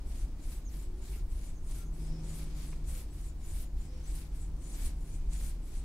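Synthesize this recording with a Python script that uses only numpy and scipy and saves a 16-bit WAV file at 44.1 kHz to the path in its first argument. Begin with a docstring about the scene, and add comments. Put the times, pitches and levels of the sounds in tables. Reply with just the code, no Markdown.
"""Fine scratching comes first, to and fro: a metal-toothed brush is pulled through a dog's coat outdoors.
Random slips of hair, coloured as rub and scrape, also pluck resonances for the teeth, which ring high
and thin, with single teeth singing out around stroke ends; filtered noise rasps as tangles give way.
Wavering tones make a falling whistle, trills and coos, the drone of a far engine and a motor speeding up.
Coloured noise lies beneath: a low rumble that heaves briefly, far traffic and a faint hiss of air."""
import sys
import numpy as np
from scipy import signal
from scipy.fft import rfft, irfft
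from scipy.io import wavfile
from scipy.ndimage import uniform_filter1d

SR = 44100
rng = np.random.default_rng(int(sys.argv[2]) if len(sys.argv) > 2 else 0)


def store_pcm(level_fs):
    """Save levels as 16-bit WAV."""
    pcm = np.round(np.clip(level_fs, -1, 1) * 32767).astype(np.int16)
    wavfile.write(sys.argv[1], SR, np.atleast_2d(pcm).T)


N = 257544
TIME = np.arange(N) / SR
FREQS = np.fft.rfftfreq(N, 1 / SR)

BITE_DB, COAT_BITE_DB = 16.5, 11  # climb over a rise and fall over a lift, for teeth and coat
COAT_LAG_S = 0.0044  # the coat gives way a little after the teeth
TEETH_REST_DB = -79  # pre-mix floor: the teeth never quite leave the fur
# faint rustle between strokes: [t/s, level/dB before the mix]
RUSTLE = [(0, -73.5), (1.8, -86), (2.1, -69.5), (2.5, -66), (2.8, -71.5), (3.1, -72), (3.35, -77),
          (3.7, -79), (4, -68.5), (4.5, -78.5), (5.1, -73.5), (5.6, -76), (5.84, -72)]


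def brush():
    """Coat rub, metal scrape and ringing teeth share the uneven drag of the hand."""
    bright_db = brightness()
    catching = gain_of(0.46 * np.clip(wander(24), -1.5, 1.5))
    tooth_strokes = stroking(BITE_DB, ring_share=0.94) * catching
    pull = np.hypot(tooth_strokes, gain_of(TEETH_REST_DB))
    coat_strokes = stroking(COAT_BITE_DB, ring_share=0, lag_s=COAT_LAG_S)
    rub = np.hypot(coat_strokes, gain_of(follow(RUSTLE)[0]))
    drag = gain_of(1.37 * np.clip(wander(45), -1.5, 1.5))

    coat = (coat_hair() + back()) * rub * drag
    hiss = gain_of(-7.5) * scrape(bright_db) * pull * drag
    metal = hiss + gain_of(-8.5) * teeth(pull, bright_db) + pings()
    return gain_of([[4.2], [3.3]]) * coat + gain_of([[1.7], [-1.7]]) * metal + snags()


EDGE_CURVE = 1.28  # exponent that rounds both the bite and the lift
# brush strokes, a light return and a firm pull in turn, levels before the mix:
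# [bite t/s, rise/s, hold/s, lift/s, tooth ring level/dB, coat rub level/dB,
#  brightness (scales the treble tilt), swell over the hold/dB]
STROKES = [(0.093, 0.043, 0.12, 0.064, -61.5, -66.5, -0.5, 2),
           (0.457, 0.082, 0.078, 0.079, -60, -64, 1.5, 4), (0.726, 0.041, 0.1, 0.059, -62, -65.5, 3, 0),
           (1.047, 0.089, 0.11, 0.07, -61, -65.5, 1.5, 2), (1.313, .03, .155, 0.083, -64, -67.5, 0, 3.5),
           (1.7, 0.08, 0.085, 0.066, -56.5, -63.5, 0, 4.5),
           (1.948, 0.039, 0.12, 0.064, -65.5, -69, -0.5, 4.5),
           (2.279, 0.084, 0.11, .1, -57.5, -62.5, -1.5, 5.5),
           (2.586, 0.052, .11, 0.096, -60, -64.5, -0.5, -2.5), (2.885, 0.032, .11, .055, -54, -62, 1, 2.5),
           (3.137, .03, 0.14, 0.038, -63, -69.5, 0, 4), (3.457, 0.061, 0.17, 0.032, -57, -64, 0.5, 6),
           (3.806, 0.061, .05, 0.059, -68.5, -70.5, -2, -1), (4.097, 0.095, .095, 0.08, -58.5, -63.5, 0, 4),
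           (4.364, .04, 0.064, 0.08, -62.5, -69, -1, -2), (4.664, .09, 0.19, 0.063, -55, -62, -3, 9),
           (5.03, 0.085, 0.11, 0.069, -63.5, -72, -2, 5.5), (5.331, 0.044, 0.15, 0.06, -54.5, -62, -1, 2.5),
           (5.665, .05, .12, 0.049, -62.5, -68, -1, 5.5)]


def stroking(bite_db, ring_share, lag_s=0):
    """Amplitude of all strokes: each bites, swells or eases over its hold, and dies as the brush lifts."""
    power = np.zeros(N)
    for s, rise, hold, lift, ring_db, rub_db, _, swell_db in STROKES:
        near = abs(TIME - s - hold / 2) < .5
        age = TIME[near] - s - lag_s
        before, after = -age / rise, (age - hold) / lift
        off = np.maximum(np.maximum(before, after), 0)  # 0 while the stroke holds
        level_db = ring_share * ring_db + (1 - ring_share) * rub_db
        held_db = swell_db * (np.clip(age / hold, 0, 1) - .5)
        power[near] += gain_of(level_db + held_db - bite_db * off ** EDGE_CURVE) ** 2
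    return np.sqrt(power)


PULL_BRIGHTEN, RETURN_BRIGHTEN = 6, -5  # change of brightness over a hold


def brightness():
    """Pulls gather treble as they go; returns land bright and grow duller."""
    ends = []
    for k, (s, _, hold, *_, bright, _) in enumerate(STROKES):
        change = PULL_BRIGHTEN if k % 2 else RETURN_BRIGHTEN
        ends += [(s + u * hold, bright + change * (u - .5)) for u in (0, 1)]
    return follow(ends)[0]


# hair sliding on hair: [f/Hz, relative level/dB per Hz]
COAT = [(300, -2), (600, -2), (1000, -0.5), (1600, 0.5), (2300, 1.5), (3200, 1), (4600, 2), (6500, -0.5),
        (10000, -5), (15500, -21)]


def coat_hair():
    """Hair slipping on hair: dense random impulses given the colour of the coat."""
    return colour(slips(per_s=14000, spread_db=0), COAT)


# modes of the brush's back: [f/Hz, width/Hz, relative level/dB]
BACK = [(2296, 170, -13.5), (3210, 130, -22)]


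def back():
    """The dragging coat sets the back of the brush ringing faintly."""
    hairs = slips(per_s=3000, spread_db=1.5)
    return sum(gain_of(db) * evened(resonate(hairs, hz, width)) for hz, width, db in BACK)


# hair sliding on metal: [f/Hz, relative level/dB per Hz]
SCRAPE = [(2000, -21), (5000, -23), (6600, -10), (8000, 5), (9800, -1), (11500, -1), (13500, 3),
          (15500, -7)]


def scrape(bright_db, patchy_db=2.5, brighten=0.38):
    """Hair on metal: a hiss whose colour shifts as different tufts pass the teeth."""
    hiss = rfft(colour(slips(per_s=7000, spread_db=3.0), SCRAPE))
    spacing_hz = 2000
    out = np.zeros((2, N))
    for hz in np.arange(2000, 18000, spacing_hz):
        band = np.maximum(1 - abs(FREQS - hz) / spacing_hz, 0)  # overlapping triangles
        tilt_db = brighten * bright_db * np.clip((hz - 9500) / 1000, -2, 3)
        out += irfft(hiss * band, N) * gain_of(tilt_db + patchy_db * wander(35))
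    return out


# modes of a tooth: [f/Hz, relative level/dB]
TEETH = [(6150, -7.5), (7030, -3), (7870, -0.5), (8520, -1.5), (9270, 0.5), (9950, -1), (10900, -1),
         (11800, -4), (12680, -8), (13500, -29), (14500, -19)]


def teeth(pull, bright_db, width_hz=75, detune=0.014, patchy_db=6, brighten=0.34, shared=0.073, count=3):
    """Unequal teeth catch and sing in short spurts; a brighter stroke brings out their upper modes."""
    out = np.zeros((2, N))
    for hz, db in TEETH:
        friction = slips(per_s=2500, spread_db=-0.5)
        tilt_db = brighten * bright_db * (hz - 9500) / 1000
        both_ears = evened(friction + shared * friction[::-1])  # a little of the opposite ear
        drive = both_ears * pull * gain_of(db + tilt_db)
        for place in np.linspace(-1, 1, count):
            spurts = evened(gain_of(patchy_db * np.minimum(wander(30), 1.2)))
            tooth_hz = hz * (1 + detune * (place + rng.uniform(-0.44, 0.47)))
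            out += resonate(drive * spurts, tooth_hz, width_hz)
    return out * np.sqrt(SR / (np.pi * width_hz * count))  # makes up for the narrow bands


# single teeth that sing out as they slip free: [t/s, level/dB before the mix, f/Hz]
PINGS = [(0.786, -64, 7200), (1.44, -63, 8650), (2.245, -59.5, 7740), (2.29, -61, 6900), (2.585, -62, 7230),
         (2.879, -56, 8250), (3.24, -59, 7900), (3.275, -62, 7100), (3.435, -64, 7020), (3.81, -64, 7100),
         (4.035, -65, 6130), (4.07, -56, 7870), (4.41, -59, 8000), (4.844, -51.5, 9700), (5.32, -59, 7940)]


def pings(rise=0.012, waver=0.0054):
    """A freed tooth swells for a moment, then the fur damps it."""
    out = np.zeros((2, N))
    unsteady = 1 + waver * wander(210)
    for s, db, hz in PINGS + faint_pings():
        span = (TIME >= s) & (TIME < s + 10 * rise)
        age = (TIME[span] - s) / rise
        turns = np.cumsum(hz * unsteady[span]) / SR + rng.uniform(0, 0.63, (2, 1))
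        out[:, span] += np.sqrt(2) * gain_of(db) * age * np.exp(1 - age) * np.sin(2 * np.pi * turns)
    return out


FAINT_PING_DB, PING_SCATTER_S = -68, .022  # level before the mix, and spread around a stroke's ends


def faint_pings(count=3):
    """One of the lowest tooth modes sings faintly near each bite and lift: [t/s, level/dB, f/Hz]."""
    ends = [s + u * hold for s, _, hold, *_ in STROKES for u in (0, 1)]
    rows = []
    for k, (s, (when, which)) in enumerate(zip(ends, rng.random((len(ends), 2)))):
        early = PING_SCATTER_S * (k % 2 == 0)  # bites ping ahead of the hold
        hz = TEETH[int(np.sqrt(which) * count)][0]  # favours the higher of these modes
        rows.append((s + PING_SCATTER_S * (2 * when - 1) - early, FAINT_PING_DB, hz))
    return rows


# tangles that give way: [t/s, level/dB, centre f/Hz, length/s (peaks a third of the way in)]
SNAGS = [(1.078, -62.5, 4300, .017), (1.126, -61.5, 2320, 0.03), (1.708, -55, 8800, .014),
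         (2.727, -56, 2300, 0.01), (2.728, -60, 1150, .008), (2.944, -66, 2550, .04),
         (3.61, -59, 12500, 0.018), (4.15, -53, 9600, .017), (4.854, -52.5, 9050, 0.021),
         (5.327, -54, 8250, .012)]


def snags():
    """Short rasps as tangles give way: noise through two equal resonances, swelling and dying."""
    out = np.zeros((2, N))
    for s, db, hz, length in SNAGS:
        age = np.maximum(TIME - s, 0) / (length / 3)
        rasp = resonate(rng.standard_normal(N), hz, width_hz=0.32 * hz)
        rasp = evened(resonate(rasp, hz, width_hz=0.32 * hz))
        out += gain_of(db) * rasp * age * np.exp(1 - age)
    return out


# a bird's falling whistle: [t/s, f/Hz, level/dB before the mix]
WHISTLE = [(.638, 7150, -76), (.657, 6640, -60.5), (.684, 6050, -58), (.692, 5320, -66), (.702, 3930, -68)]
# buzzy chips and trills farther off: [start t/s, length/s, first f/Hz, last f/Hz, level/dB before the mix]
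TRILLS = [(1.542, 0.053, 6600, 6250, -68), (1.837, .06, 6700, 6300, -67.5), (1.97, 0.15, 5020, 5180, -71),
          (2.06, 0.17, 5330, 5290, -67), (2.446, 0.27, 4700, 4550, -72), (3.817, .25, 5400, 5650, -72),
          (5.04, .32, 2400, 2420, -78)]
# soft far bird notes, the low ones like a dove's coo: [start t/s, length/s, f/Hz, level/dB before the mix]
COOS = [(1.155, 0.062, 1365, -75.5), (1.773, .09, 1368, -69), (2.03, .26, 516, -71.5),
        (2.85, .22, 506.6, -71), (3.85, 0.21, 506, -69)]


def birds():
    """A falling whistle to the right, rough trills and soft notes from the trees, as wavering tones."""
    whistle = tone(WHISTLE, waver=0.017, waver_hz=494)
    trills = sum(tone(note(*row), waver=.05, waver_hz=450) for row in TRILLS)
    coos = sum(tone(note(s, length, hz, hz, db), waver=0.00504, waver_hz=22.1)
               for s, length, hz, db in COOS)
    near = gain_of([[-2.5], [.5]]) * yard(whistle, t60=0.18, wet=0.4)
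    far = gain_of(1.0) * yard(trills + coos, t60=0.27, wet=0.43)
    return near + far


NOTE_ARCH = 0.89  # how sharply a bird's note swells and fades


def note(s, length, first_hz, last_hz, db, count=9):
    """A bird's note glides evenly while its level follows one arch: [t/s, f/Hz, level/dB]."""
    u = np.linspace(0, 1, count)
    arch_db = NOTE_ARCH * 20 * np.log10(.1 + .9 * np.sin(np.pi * u))
    return np.transpose([s + u * length, first_hz + u * (last_hz - first_hz), db + arch_db])


# far engine: [t/s, firing rate f/Hz, level/dB before the mix]
ENGINE = [(0, 158, -65), (1.76, 157, -60.5), (1.85, 157.3, -52), (2.15, 157.6, -42.5), (2.5, 154.5, -48),
          (2.88, 152, -52.5), (3.05, 146, -59), (3.6, 143, -59), (4.34, 156, -53.5), (4.8, 153, -57),
          (5.09, 154.7, -52.5), (5.58, 154.5, -54), (5.72, 153, -67)]
# its orders: [multiple of the firing rate, relative level/dB]
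ORDERS = [(1, 0), (2, -16.5), (2.28, -19.5)]
# a far motor speeding up: [t/s, f/Hz, level/dB before the mix]
MOTOR = [(.15, 255, -72), (.32, 275, -61.5), (.55, 305, -66), (.75, 333, -60.5), (1.1, 383, -61.5),
         (1.25, 380, -70)]


def engines():
    """Far engines as tones at their firing orders, made a little unsteady by the air."""
    engine = tone(ENGINE, waver=0.0022, waver_hz=8, orders=ORDERS)
    motor = gain_of(-0.5) * tone(MOTOR, waver=0.0095, waver_hz=17)
    unsteady = gain_of(-1.5 + 0.5 * wander(7.4))
    return yard((engine + motor) * unsteady, t60=.3, wet=0.0057)


RUMBLE_DB, HEAVE_S, AIR_DB = -37, 0.043, -68.5  # steady rumble, spread (sigma) of a swell, air; pre-mix
# colour of the rumble: [f/Hz, relative level/dB per Hz]
RUMBLE = [(10, -14), (22, 1.5), (32, -5), (39, 0), (50, -3.5), (63, -11.5), (80, -14), (100, -26),
          (125, -28.5), (200, -36), (400, -69)]
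# brief swells of the rumble: [t/s, level/dB before the mix]
HEAVES = [(.24, -35), (1.22, -34), (1.78, -35.5), (2.92, -33), (3.52, -33), (3.8, -32.5), (4.15, -38),
          (4.5, -35), (4.84, -30.5), (5.17, -36.5), (5.43, -37)]
# colour of the far traffic: [f/Hz, relative level/dB per Hz]
TRAFFIC = [(70, -29.5), (140, 7), (190, 0), (250, 0.5), (325, 0), (400, -6.5), (480, -11.5), (630, -13.5),
           (850, -15.5), (1300, -22.5), (2500, -39), (6000, -59)]
# its course: [t/s, level/dB before the mix]
TRAFFIC_LEVEL = [(0, -58), (.7, -59.5), (1.8, -59), (2.2, -55.5), (3.2, -60), (4.2, -59.5), (4.8, -57.5),
                 (5.3, -59.5), (5.84, -59)]
# still air in the yard: [f/Hz, relative level/dB per Hz]
AIR = [(100, 6.5), (1000, -3), (2000, -1.5), (3500, -6.5), (5300, -4.5), (8000, -8), (12000, -16),
       (15500, -10.5)]


def outdoors():
    """Coloured noise: a low rumble that heaves now and then, far traffic and a faint hiss of air."""
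    heaves = sum(gain_of(db) * np.exp(-.5 * ((TIME - s) / HEAVE_S) ** 2) for s, db in HEAVES)
    rumble = colour(rng.standard_normal((2, N)), RUMBLE) * np.hypot(gain_of(RUMBLE_DB), heaves)
    traffic = colour(rng.standard_normal((2, N)), TRAFFIC) * gain_of(follow(TRAFFIC_LEVEL)[0])
    air = colour(rng.standard_normal((2, N)), AIR) * gain_of(AIR_DB)
    return rumble + gain_of(4.0) * traffic + air


def yard(x, t60, wet):
    """Direct sound blended with scattered echoes from trees and walls, as decaying noise."""
    t = TIME[:SR // 2]
    tail = rng.standard_normal((2, len(t))) * gain_of(-60 * t / t60)
    echoes = signal.fftconvolve(x[None], tail / np.linalg.norm(tail[0]), axes=1)[:, :N]
    return np.sqrt(1 - wet) * x + np.sqrt(wet) * echoes


def tone(rows, waver, waver_hz, orders=((1, 0),)):
    """A wavering tone along a pitch and level curve, silent outside it."""
    hz, db = follow(rows)
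    turns = np.cumsum(hz * (1 + waver * wander(waver_hz))) / SR
    within = (TIME >= rows[0][0]) & (TIME <= rows[-1][0])
    sounding = uniform_filter1d(1. * within, size=200)  # softened ends
    partials = sum(gain_of(db + d) * np.sin(2 * np.pi * k * turns) for k, d in orders)
    return np.sqrt(2) * sounding * partials


def slips(per_s, spread_db):
    """Tiny random impulses of slipping hairs, always unequal; a larger spread_db makes some stand out more."""
    size = gain_of(spread_db * np.minimum(rng.exponential(1, N), 3)) * (rng.random(N) < per_s / SR)
    return evened(size * rng.standard_normal((2, N)))


# likeness of the two ears: [f/Hz, correlation 0-1]
SAME = [(30, .9965), (90, .9965), (140, .978), (250, .985), (350, .97), (500, .83), (1000, .77),
        (2000, .15), (4000, .03), (8000, .18), (15000, .18)]


def colour(x, spectrum):
    """Gives a pair of signals a spectrum and the likeness of the two ears."""
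    left, other = rfft(x)
    same = np.clip(read(SAME), 0, 1)
    pair = np.array([left, same * left + np.sqrt(1 - same ** 2) * other])
    return evened(irfft(pair * gain_of(read(spectrum)), N))


def resonate(x, hz, width_hz):
    """A two-pole resonance."""
    return signal.lfilter(*signal.iirpeak(hz, hz / width_hz, fs=SR), x)


def wander(hz):
    """Slow chance of rms one, up to about hz."""
    steps = np.arange(0, TIME[-1] + 1 / hz, 1 / (3 * hz))
    smooth = np.convolve(rng.standard_normal(N // 8), np.hanning(5), "valid")
    return evened(np.interp(TIME, steps, smooth[:len(steps)]))


def read(points):
    """A table over frequency, joined by lines on a log axis."""
    hz, value = np.transpose(points)
    return np.interp(np.log(FREQS + 1), np.log(hz + 1), value)


def follow(rows):
    """The columns of a table over time, one value a sample."""
    s, *columns = np.transpose(rows)
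    return [np.interp(TIME, s, c) for c in columns]


def evened(x):
    """Scales to an rms of one."""
    return x / np.sqrt(np.mean(x ** 2) + 1e-20)


def gain_of(db):
    """Decibels to amplitude."""
    return 10 ** (np.asarray(db) / 20)


def scene():
    """The brush close by and the birds, with engines and outdoor noise a little to the left."""
    return brush() + birds() + gain_of([[.22], [-.22]]) * (engines() + outdoors())


def record(dry):
    """The recorder's steep band limit, a low-pass filter."""
    edge = signal.firwin(1023, 15720, window=("kaiser", 10), fs=SR)  # cutoff in Hz
    return signal.oaconvolve(dry, edge[None], "same")


dry = scene()
out = record(dry)
store_pcm(out)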